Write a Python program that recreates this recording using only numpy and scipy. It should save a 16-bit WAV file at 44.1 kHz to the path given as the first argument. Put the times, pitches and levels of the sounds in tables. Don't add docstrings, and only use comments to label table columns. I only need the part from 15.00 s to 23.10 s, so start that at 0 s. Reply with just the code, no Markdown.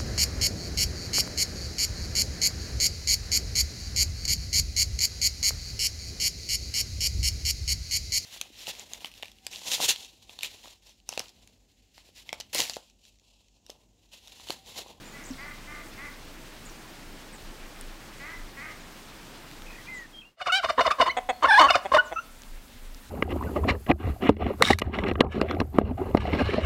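import sys
import numpy as np
from scipy import signal
from scipy.fft import rfft, irfft, next_fast_len
from scipy.io import wavfile
from scipy.ndimage import uniform_filter1d

SR = 44100
rng = np.random.default_rng(int(sys.argv[2]) if len(sys.argv) > 2 else 0)


def transcribe(u):
    v = np.clip(np.atleast_2d(u).T, -1, 1)
    q = np.round(v * 32767).astype(np.int16)
    wavfile.write(sys.argv[1], SR, q)


def makeup_ratio(level_db):
    decades = np.asarray(level_db, float) / 20
    return 10 ** decades


N = 357121
T = np.arange(N) / SR
SCENE_CHANGE_S = 5.372

# f/Hz, width/Hz, level/dB
WINDPIPE = [(595, 145, -5), (1150, 112, -3), (1510, 870, -11), (2200, 620, -10), (2925, 97, -2),
            (3610, 71, -2.5), (4400, 255, -10), (5050, 73, -7), (5670, 96, -11), (6500, 290, -21),
            (7300, 240, -20.5), (8700, 610, -22.5), (12000, 3500, -35)]


def curve(rows):
    s, *columns = np.transpose(rows)
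    return [np.interp(T, s, c) for c in columns]


def wander(hz):
    x = signal.lfilter(*signal.butter(2, hz, fs=SR), rng.standard_normal(N))
    return x / x.std()


def add(out, start_s, x):
    i = int(start_s * SR)
    out[i:i + len(x)] += x[:N - i]


def sine(hz):
    return np.sin(2 * np.pi * np.cumsum(hz) / SR)


def response(hz, throat):
    total = 0
    for k, (centre_hz, width_hz, db) in enumerate(throat):
        total = total + (-1) ** k * makeup_ratio(db) / (1 + 2j * (hz - centre_hz) / width_hz) ** 1.233
    return total


def ring(x, throat):
    hz = np.arange(2049) * SR / 4096
    radiation = (1j * hz / (140 + 1j * hz)) ** 3
    return signal.oaconvolve(x, irfft(response(hz, throat) * radiation))[:N]


def glide(length_s, first_hz, last_hz, bend, attack, edge):
    u = np.linspace(0, 1, int(length_s * SR))
    swell = np.where(u < attack, u / attack, (1 - u) / (1 - attack))
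    hz = last_hz + (first_hz - last_hz) * (1 - u) ** bend
    return hz, np.sin(np.pi / 2 * swell) ** edge


def stack(start_s, hz, swell, throat, tilt_db, rough, shake, soft_db=4.5, half_db=-60, spread=0):
    i = int(start_s * SR)
    pitch_noise, size_noise, breath = shake[:, i:i + len(hz)]
    k = np.arange(1, int(17500 / hz.max()))[:, None]
    octave_db = tilt_db - soft_db * (1 - swell / swell.max())
    source = makeup_ratio(octave_db * np.log2(k))
    phase = 2 * np.pi * np.cumsum(hz * (1 + 0.26 * rough * pitch_noise)) / SR
    pulses = (source * np.cos(k * phase - spread * k ** 2)).sum(axis=0)
    pulses *= 1 + 0.9 * rough * size_noise
    pulses += makeup_ratio(half_db) * np.cos(phase / 2)
    top = (source * abs(response(k * hz, throat)))[:, np.argmax(swell)].max()
    return -swell * (pulses + rough * breath * (1 + np.cos(phase))) / top


def syllables(table, throat, shake, end, tilt_db, attack, edge, half_db=-60, soft_db=5.0, spread=0):
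    out = np.zeros(N)
    for s, length_s, first_hz, db, rough in table:
        hz, swell = glide(length_s, first_hz, end * first_hz, 1.0, attack, edge)
        add(out, s, makeup_ratio(db) * stack(s, hz, swell, throat, tilt_db, rough, shake, soft_db, half_db, spread))
    return ring(out, throat)


def held(rows, throat, shake, tilt_db, soft_db, fall_db, rough):
    start_s = rows[0][0]
    span = (T > start_s) & (T < rows[-1][0])
    hz, db = (uniform_filter1d(c, size=220)[span] for c in curve(rows))
    swell = makeup_ratio(db) * signal.windows.tukey(len(hz), .15)
    soft_db = soft_db + fall_db * (1 - hz / np.maximum.accumulate(hz))
    out = np.zeros(N)
    out[span] = stack(start_s, hz, swell, throat, tilt_db, rough, shake, soft_db)
    return ring(out, throat)


def first_turkey(shake):
    # t/s, length/s, first f/Hz, level/dB, roughness/0-1
    gobble = [(5.366, 0.067, 676, -54.5, 0.4), (5.408, 0.026, 787, -35, 0.25),
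              (5.463, 0.034, 765, -29, 0.36), (5.638, 0.027, 720, -25.5, 0.54),
              (5.694, 0.019, 729, -21, 0.4), (5.802, 0.022, 730, -18.5, 0.34),
              (5.856, 0.025, 713, -19, 0.28), (5.904, 0.037, 776, -40, 0.14),
              (6.004, 0.028, 751, -19, 0.33), (6.45, 0.015, 717, -22, 0.1),
              (6.588, 0.021, 780, -14.5, 0.16), (6.698, 0.016, 808, -17, 0.26),
              (6.749, 0.018, 772, -18, 0.38), (6.94, 0.023, 664, -11.5, 0.24)]
    return syllables(gobble, WINDPIPE, shake, end=.87, tilt_db=-5.5, attack=0.35, edge=1.44)


def second_turkey(shake):
    # t/s, length/s, first f/Hz, level/dB, roughness/0-1
    answer = [(5.776, 0.032, 524, -11.5, 0.34), (5.79, 0.013, 510, -15.5, 0.43),
              (5.812, 0.016, 518, -33, 0.53), (5.872, 0.012, 490, -24, 1), (5.983, 0.012, 550, -25.5, .17),
              (5.996, 0.017, 523, -11.5, 0.2), (6.022, 0.011, 496, -16, 0.073),
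              (6.438, 0.025, 525.4, -15, 0.45), (6.466, 0.023, 548, -23, 0.44),
              (6.664, 0.014, 565, -19.5, 0.42), (6.76, 0.0076, 577, -22, 0.11),
              (6.764, 0.013, 287, -37, 0.12), (6.916, 0.0102, 516, -13, 0.15),
              (6.934, 0.015, 540, -15, 0.43), (6.961, 0.014, 546, -13, 0.51),
              (6.97, 0.011, 532, -19.5, 0.68)]
    growls = [
        (6.068, 0.026, 346.3, -18.5, 0.53),
        (6.422, 0.029, 314.2, -23, 0.48),
        (6.596, 0.038, 303, -14, 0.35),
        (6.62, 0.05, 275.8, -10.5, 0.24),
    ]
    # f/Hz, width/Hz, level/dB
    chest = [(282, 480, -58), (556, 890, -8), (1064, 156, 14), (1780, 190, 6), (2150, 120, 2),
             (2850, 240, -2), (3730, 530, -6), (4900, 230, -18), (6000, 1600, -21), (8700, 2600, -44),
             (12100, 2600, -33)]
    stretched = [(570, 600, -9), (1095, 115, 14), (1767, 200, -3), (2100, 200, -4), (3030, 100, 2),
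                 (3600, 160, -8), (4430, 120, -3), (6300, 900, -18), (8700, 1500, -28), (12500, 2000, -33)]
    shake = np.roll(shake, SR, axis=1)
    out = syllables(answer, chest, shake, end=1.015, tilt_db=-6.5, attack=0.4, edge=0.49,
                    half_db=-4, soft_db=17)
    out += syllables(growls, stretched, shake, end=1.015, tilt_db=-2.5, attack=0.51, edge=0.54, spread=.05)
    return out


def peeps(shake):
    # t/s, first f/Hz, last f/Hz, level/dB, octave level/dB
    heads = [
        (5.397, 2150, 1187, -34, -11),
        (5.455, 2475, 1159, -25, -9),
        (5.491, 1510, 1290, -20.5, -8.5),
        (5.626, 1997, 1030, -23.5, -10),
        (5.683, 2515, 1162, -20.5, -23),
        (5.845, 1490, 984, -19.5, -13),
        (5.9, 2670, 1144, -15.5, -11.5),
        (5.913, 1406, 1194, -27, -6.5),
        (6.053, 2056, 954, -22, -7),
        (6.681, 1544, 1270, -19, -2),
    ]
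    # t/s, length/s, first f/Hz, last f/Hz, level/dB
    between_peeps = [(5.481, 0.015, 995, 1185, -23), (5.656, 0.011, 1300, 1020, -26),
                     (5.875, 0.017, 1230, 1260, -31), (6.091, 0.028, 1860, 2200, -23),
                     (6.11, 0.016, 3010, 3020, -34.5), (6.441, .013, 1040, 1140, -15),
                     (6.448, 0.018, 1230, 1473, -15), (6.712, 0.013, 1140, 1080, -17),
                     (6.736, 0.014, 2600, 2410, -24.5), (6.744, .012, 1760, 1153, -14),
                     (6.966, 0.015, 986, 860, -16.5), (6.984, .024, 930, 900, -39),
                     (6.979, 0.033, 1436, 1500, -13), (7.158, 0.033, 1337, 1294, -25.5),
                     (7.178, 0.026, 1272, 1415, -24.5)]
    head_s, peep_octave_db = .028, -11
    third_db, overtone_fall_db = -5, -5
    rows = [(s, head_s, *rest) for s, *rest in heads]
    rows += [(*row, peep_octave_db) for row in between_peeps]
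    out, upper = np.zeros((2, N))
    for s, length_s, first_hz, last_hz, db, octave_db in rows:
        width = abs(np.log(first_hz / last_hz))
        hz, swell = glide(length_s, first_hz, last_hz, bend=1 + 5.5 * width,
                          attack=.3 + .3 * width, edge=.9 + 1.1 * width)
        pitch_noise, size_noise, breath = shake[:, int(s * SR):][:, :len(hz)]
        phase = 2 * np.pi * np.cumsum(hz * (1 + 0.12 * width * pitch_noise)) / SR
        tone = np.sin(phase) + swell * makeup_ratio(octave_db) * np.sin(2 * phase)
        tone = tone * (1 + 0.098 * width * size_noise) + 0.14 * width * breath
        add(out, s, makeup_ratio(db) * swell * tone)
        overtones = sum(makeup_ratio(overtone_fall_db * k) * np.sin((k + 3) * phase) for k in range(4))
        add(upper, s, makeup_ratio(db + third_db) * width * swell * overtones)
    return 0.87 * out + ring(0.18 * out + 1.47 * upper, WINDPIPE)


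def yelps(shake):
    # t/s, f/Hz, level/dB
    yelp = [
        (5.516, 725, -20.5),
        (5.535, 740, -21.5),
        (5.55, 762, -21),
        (5.576, 806, -22),
        (5.594, 760, -24),
        (5.602, 684, -23),
        (5.617, 630, -33),
    ]
    warble = [
        (6.478, 839, -22),
        (6.496, 924, -12),
        (6.512, 755, -14),
        (6.53, 892, -11.5),
        (6.545, 794, -13),
        (6.558, 853, -15),
        (6.572, 834, -13.5),
        (6.588, 1051, -5.5),
        (6.62, 970, -42),
    ]
    # f/Hz, width/Hz, level/dB
    open_beak = [(730, 470, 0), (1460, 126, 8.5), (2270, 600, 0.5), (3010, 280, 5.5), (3920, 440, -1),
                 (4860, 290, -6), (5430, 280, -8.5), (8000, 4000, -24), (15000, 4000, -35)]
    wide_beak = [(1040, 330, 9.5), (1616, 270, 9), (2400, 100, -3), (3460, 130, -5), (4080, 110, -9.5),
                 (5320, 370, -18), (8700, 240, -23), (12500, 1500, -61)]
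    out = held(warble, wide_beak, shake, tilt_db=0.5, soft_db=-1.0, fall_db=4, rough=0.059)
    return out - held(yelp, open_beak, shake, tilt_db=1.5, soft_db=6, fall_db=120, rough=0.062)


def hen(shake):
    # t/s, length/s, first f/Hz, level/dB, roughness/0-1
    clucks = [
        (6.164, 0.03, 264, -23.5, 0.35),
        (6.286, 0.03, 269.2, -21.5, 0.35),
        (6.406, .0093, 258, -42, .4),
    ]
    purrs = [
        (6.842, 0.031, 206, -28.5, 0.15),
        (7.108, 0.031, 177.2, -30.5, 0.15),
    ]
    # f/Hz, width/Hz, level/dB
    hen_throat = [(373, 350, -9), (718, 197, 9), (2080, 280, -4), (2600, 71, -5.5), (3400, 280, -9),
                  (6700, 370, -22), (8150, 170, -20)]
    out = syllables(clucks, hen_throat, shake, end=.9, tilt_db=1.0, attack=0.33, edge=0.41)
    out += syllables(purrs, hen_throat, shake, end=.9, tilt_db=-1.0, attack=0.6, edge=0.92)
    return out


def breathing(voice, smear_s, db):
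    flow = uniform_filter1d(abs(voice), size=int(smear_s * SR))
    return makeup_ratio(db) * ring(flow * rng.standard_normal(N), WINDPIPE)


def air_sac(voice):
    band = signal.butter(2, [58, 125], "band", fs=SR, output="sos")
    push = np.tanh(abs(voice) / 0.13) * 0.072
    return makeup_ratio(-3.5) * signal.sosfilt(band, push)


def ducks(shake):
    # t/s, length/s, first f/Hz, highest f/Hz, level/dB
    quacks = [
        (.132, .105, 280, 286, -47),
        (.378, .15, 264, 299, -45.5),
        (.67, .15, 291, 300, -45),
        (.975, .125, 264, 293, -45),
        (3.198, .165, 277, 338, -41),
        (3.566, .15, 270, 320, -41),
    ]
    # f/Hz, width/Hz, level/dB
    bill = [(1230, 240, -8), (1540, 240, -10), (2030, 200, 1), (2550, 350, -17)]
    roughness, sag = .05, .95
    out = np.zeros(N)
    for s, length_s, first_hz, top_hz, db in quacks:
        u = np.linspace(0, 1, int(length_s * SR))
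        top = .15 + 3.2 * (top_hz / first_hz - 1)
        climb = first_hz + (top_hz - first_hz) * np.sin(np.pi / 2 * np.minimum(u / top, 1)) ** 1.9
        fall = top_hz * (1 - (1 - sag) * ((u - top) / (1 - top)) ** 2)
        hz = np.where(u < top, climb, fall)
        swell = glide(length_s, 1, 1, 1, attack=0.23, edge=0.11)[1]
        rough = roughness * (.5 + 2 * u)
        add(out, s, makeup_ratio(db) * stack(s, hz, swell, bill, tilt_db=-1, rough=rough, shake=shake))
    return ring(out, bill)


def birds(shake):
    # t/s, length/s, first f/Hz, level/dB
    chirps = [(.237, .009, 7300, -49), (.248, 0.018, 8600, -48.5), (.266, .008, 7000, -49),
              (.278, 0.025, 8250, -54), (.308, .008, 6200, -47), (.334, .007, 4400, -47),
              (.342, .006, 5740, -49), (.428, .008, 5100, -53), (1.652, 0.018, 8700, -53.5),
              (1.688, .013, 7050, -52), (2.328, 0.04, 8540, -59), (3.786, .04, 7800, -63),
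              (4.942, 0.059, 8000, -59), (7.05, 0.035, 7800, -59)]
    level_notes = [
        (.04, .06, 7120, -59),
        (.1, .06, 6760, -61),
        (.386, .013, 4860, -52),
        (1.658, 0.02, 6880, -54),
        (.304, .006, 7600, -52),
        (6.3, 0.097, 4300, -58.5),
        (7.128, 0.09, 6000, -59),
    ]
    trill = [
        (4.731, 0.011, 2000, -49),
        (4.756, .012, 2060, -48),
        (4.782, 0.016, 2120, -46),
    ]
    rising = [
        (4.664, .011, 2450, -49),
        (4.682, 0.011, 2400, -47),
        (4.699, .014, 2400, -48),
        (4.721, 0.012, 2360, -50),
        (4.747, .013, 2370, -47),
        (4.868, 0.025, 2340, -44.5),
    ]
    out = np.zeros(N)
    for table, end, flutter in ((chirps, .76, .6), (level_notes, .995, .4), (trill, .86, .15),
                                (rising, 1.08, .15)):
        for s, length_s, first_hz, db in table:
            hz, swell = glide(length_s, first_hz, end * first_hz, 1.0, attack=0.38, edge=0.17)
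            wobble = 1 + flutter * (-db - 32) / 16 * shake[int(s * SR):][:len(hz)]
            add(out, s, makeup_ratio(db) * swell * wobble * sine(hz * (1 + 0.011 * (wobble - 1))))
    return out


def songbird():
    # t/s, f/Hz, level/dB
    song_notes = [
        [(4.873, 1780, -52), (4.886, 2080, -42), (4.92, 2070, -40), (4.97, 1992, -40), (5.02, 1894, -42.5),
         (5.05, 1820, -48), (5.066, 1770, -49)],
        [(5.128, 3300, -60), (5.145, 3216, -47), (5.19, 3200, -43.5), (5.205, 3300, -50), (5.224, 3020, -53)],
        [(5.212, 2850, -56), (5.221, 2520, -49), (5.229, 2730, -56), (5.239, 2450, -52), (5.252, 2780, -51),
         (5.28, 2790, -60), (5.312, 2850, -68)],
    ]
    out, shiver = np.zeros(N), 1 + 0.21 * wander(90)
    for rows in song_notes:
        span = (T > rows[0][0]) & (T < rows[-1][0])
        hz, db = (uniform_filter1d(c, size=130)[span] for c in curve(rows))
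        out[span] += makeup_ratio(db) * shiver[span] * signal.windows.tukey(len(hz), .1) * sine(hz)
    return out


def echoes(x, near, distant, top_hz):
    t, tail = T[:SR // 2], 0
    for delay_s, t60_s, db in (near, distant):
        shape = makeup_ratio(-60 * t / t60_s) * (1 - np.exp(-(t / delay_s) ** 2))
        tail = tail + makeup_ratio(db) * shape / np.linalg.norm(shape)
    scatter = signal.lfilter(*signal.butter(1, top_hz, fs=SR), tail * rng.standard_normal(len(t)))
    return x + signal.fftconvolve(x, scatter)[:N]


def ticks():
    # t/s, level/dB, f/Hz
    clicks = [
        (2.6304, -46, 2970),
        (2.762, -40, 2900),
        (2.8118, -30.5, 9000),
        (4.514, -35, 2450),
        (4.621, -35, 2900),
        (7.42, -36.5, 6100),
        (7.435, -38, 3210),
        (7.6819, -46, 3140),
        (7.9468, -37, 5170),
    ]
    # (f/Hz, level/dB, t60/s)
    knock_s, knock_db, modes = (.303, -31.5, [(261, 5, 0.11), (69.6, -9.5, .15)])
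    out, t = np.zeros(N), T[:SR // 5]
    for s, db, hz in clicks:
        add(out, s, makeup_ratio(db + 5.0) * np.exp(-t / 0.00027) * np.cos(2 * np.pi * hz * t))
    for hz, db, t60_s in modes:
        swell = (1 - np.exp(-t / 0.0045)) * makeup_ratio(-60 * t / t60_s)
        add(out, knock_s, makeup_ratio(knock_db + db) * swell * np.sin(2 * np.pi * hz * t))
    return out


def rumble():
    # middle t/s, half length/s, level/dB
    jolts = [(0.297, 0.062, -57), (.65, 0.3, -55), (1.3, .25, -56), (1.697, 0.036, -50), (2.1, 0.073, -51),
             (2.32, 0.035, -56), (2.486, 0.042, -44), (2.64, 0.034, -45), (2.87, 0.081, -43.5),
             (3.18, .07, -57), (3.423, .05, -41), (3.82, 0.046, -56), (4.667, 0.085, -48),
             (6.25, 0.074, -52), (7.332, 0.074, -50), (7.54, 0.069, -39.5), (7.886, 0.11, -41)]
    resonance_hz, tremor_db = 26, -55.5
    gap = 1 - np.exp(-((T - SCENE_CHANGE_S) / 0.18) ** 2)
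    size = makeup_ratio(tremor_db - 19 * (T > SCENE_CHANGE_S))
    for s, half_s, db in jolts:
        size = size + makeup_ratio(db) * np.exp(-((T - s) / half_s) ** 2)
    return np.sqrt(2) * gap * size * np.sin(2 * np.pi * resonance_hz * T + 0.53 * wander(3.7))


def air(spectrum, flicker_db):
    size = next_fast_len(N)
    f = np.maximum(np.arange(size // 2 + 1) * SR / size, 1)
    hz, db = np.transpose(spectrum)
    shaped = rfft(rng.standard_normal(size)) * makeup_ratio(np.interp(np.log(f), np.log(hz), db))
    out = 0
    for centre_hz in 2. ** np.arange(5, 15):
        share = np.clip(1 - abs(np.log2(f / centre_hz)), 0, 1)
        out = out + irfft(shaped * share, size)[:N] * makeup_ratio(flicker_db * wander(14.0))
    return out / out.std()


def lake_air():
    # f/Hz, level/dB per Hz
    lake_spectrum = [(26, -41), (45, -4), (59, -11), (239, -7), (329, -7.5), (372, -11.5), (411, -12.5),
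                     (2080, -17), (4570, -21.5), (8450, -27.5), (10000, -31), (14900, -32), (16000, -34)]
    fade_s = 0.51
    return makeup_ratio(-48.5) * np.clip((SCENE_CHANGE_S - T) / fade_s, 0, 1) * air(lake_spectrum, 1.12)


def pen_air(flock):
    # f/Hz, level/dB per Hz
    pen_spectrum = [(26, -62), (45, -5), (154, -22.5), (245, -12.5), (314, -22), (421, -23), (3660, -29),
                    (5560, -33), (7850, -33.5), (11100, -36), (16000, -37.5)]
    fade_s, dip_db, dip_s = 0.55, -3.5, 0.12
    loud = uniform_filter1d(abs(flock), size=int(dip_s * SR))
    level = makeup_ratio(-52 + dip_db * np.tanh(loud / 0.01))
    return level * np.clip((T - SCENE_CHANGE_S) / fade_s, 0, 1) * air(pen_spectrum, 1.4)


def scene():
    shake = np.array([wander(590), wander(250), wander(4800)])
    first, second = first_turkey(shake), second_turkey(shake)
    calls = yelps(shake)
    flock = first + second + hen(shake) + calls + peeps(shake)
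    flock += breathing(first + 0.17 * second + 0.31 * calls, smear_s=0.058, db=7.5)
    pen = echoes(flock, (.006, .15, -16.5), (.04, .7, -24.5), top_hz=8000)
    pen += air_sac(first + second)
    far = echoes(makeup_ratio(-1.0) * ducks(2 * shake), (.01, .1, -8), (.04, .35, -7), top_hz=4070)
    far += echoes(birds(wander(190)), (.008, .1, -7), (.03, .3, -16), top_hz=11000)
    far += echoes(songbird(), (.008, .06, -14), (.03, .25, -22), top_hz=8000)
    return (pen + far + ticks() + rumble() + lake_air() + pen_air(flock))[None]


def band_limit(x):
    return signal.sosfilt(signal.butter(12, 16450, fs=SR, output="sos"), x)


def record(dry):
    top_cut = signal.ellip(10, .2, 80, 15800, fs=SR, output="sos")
    mix = signal.sosfilt(top_cut, 1.032 * np.tanh(dry / 0.83))
    return band_limit(mix)


dry = scene()
out = record(dry)
transcribe(out)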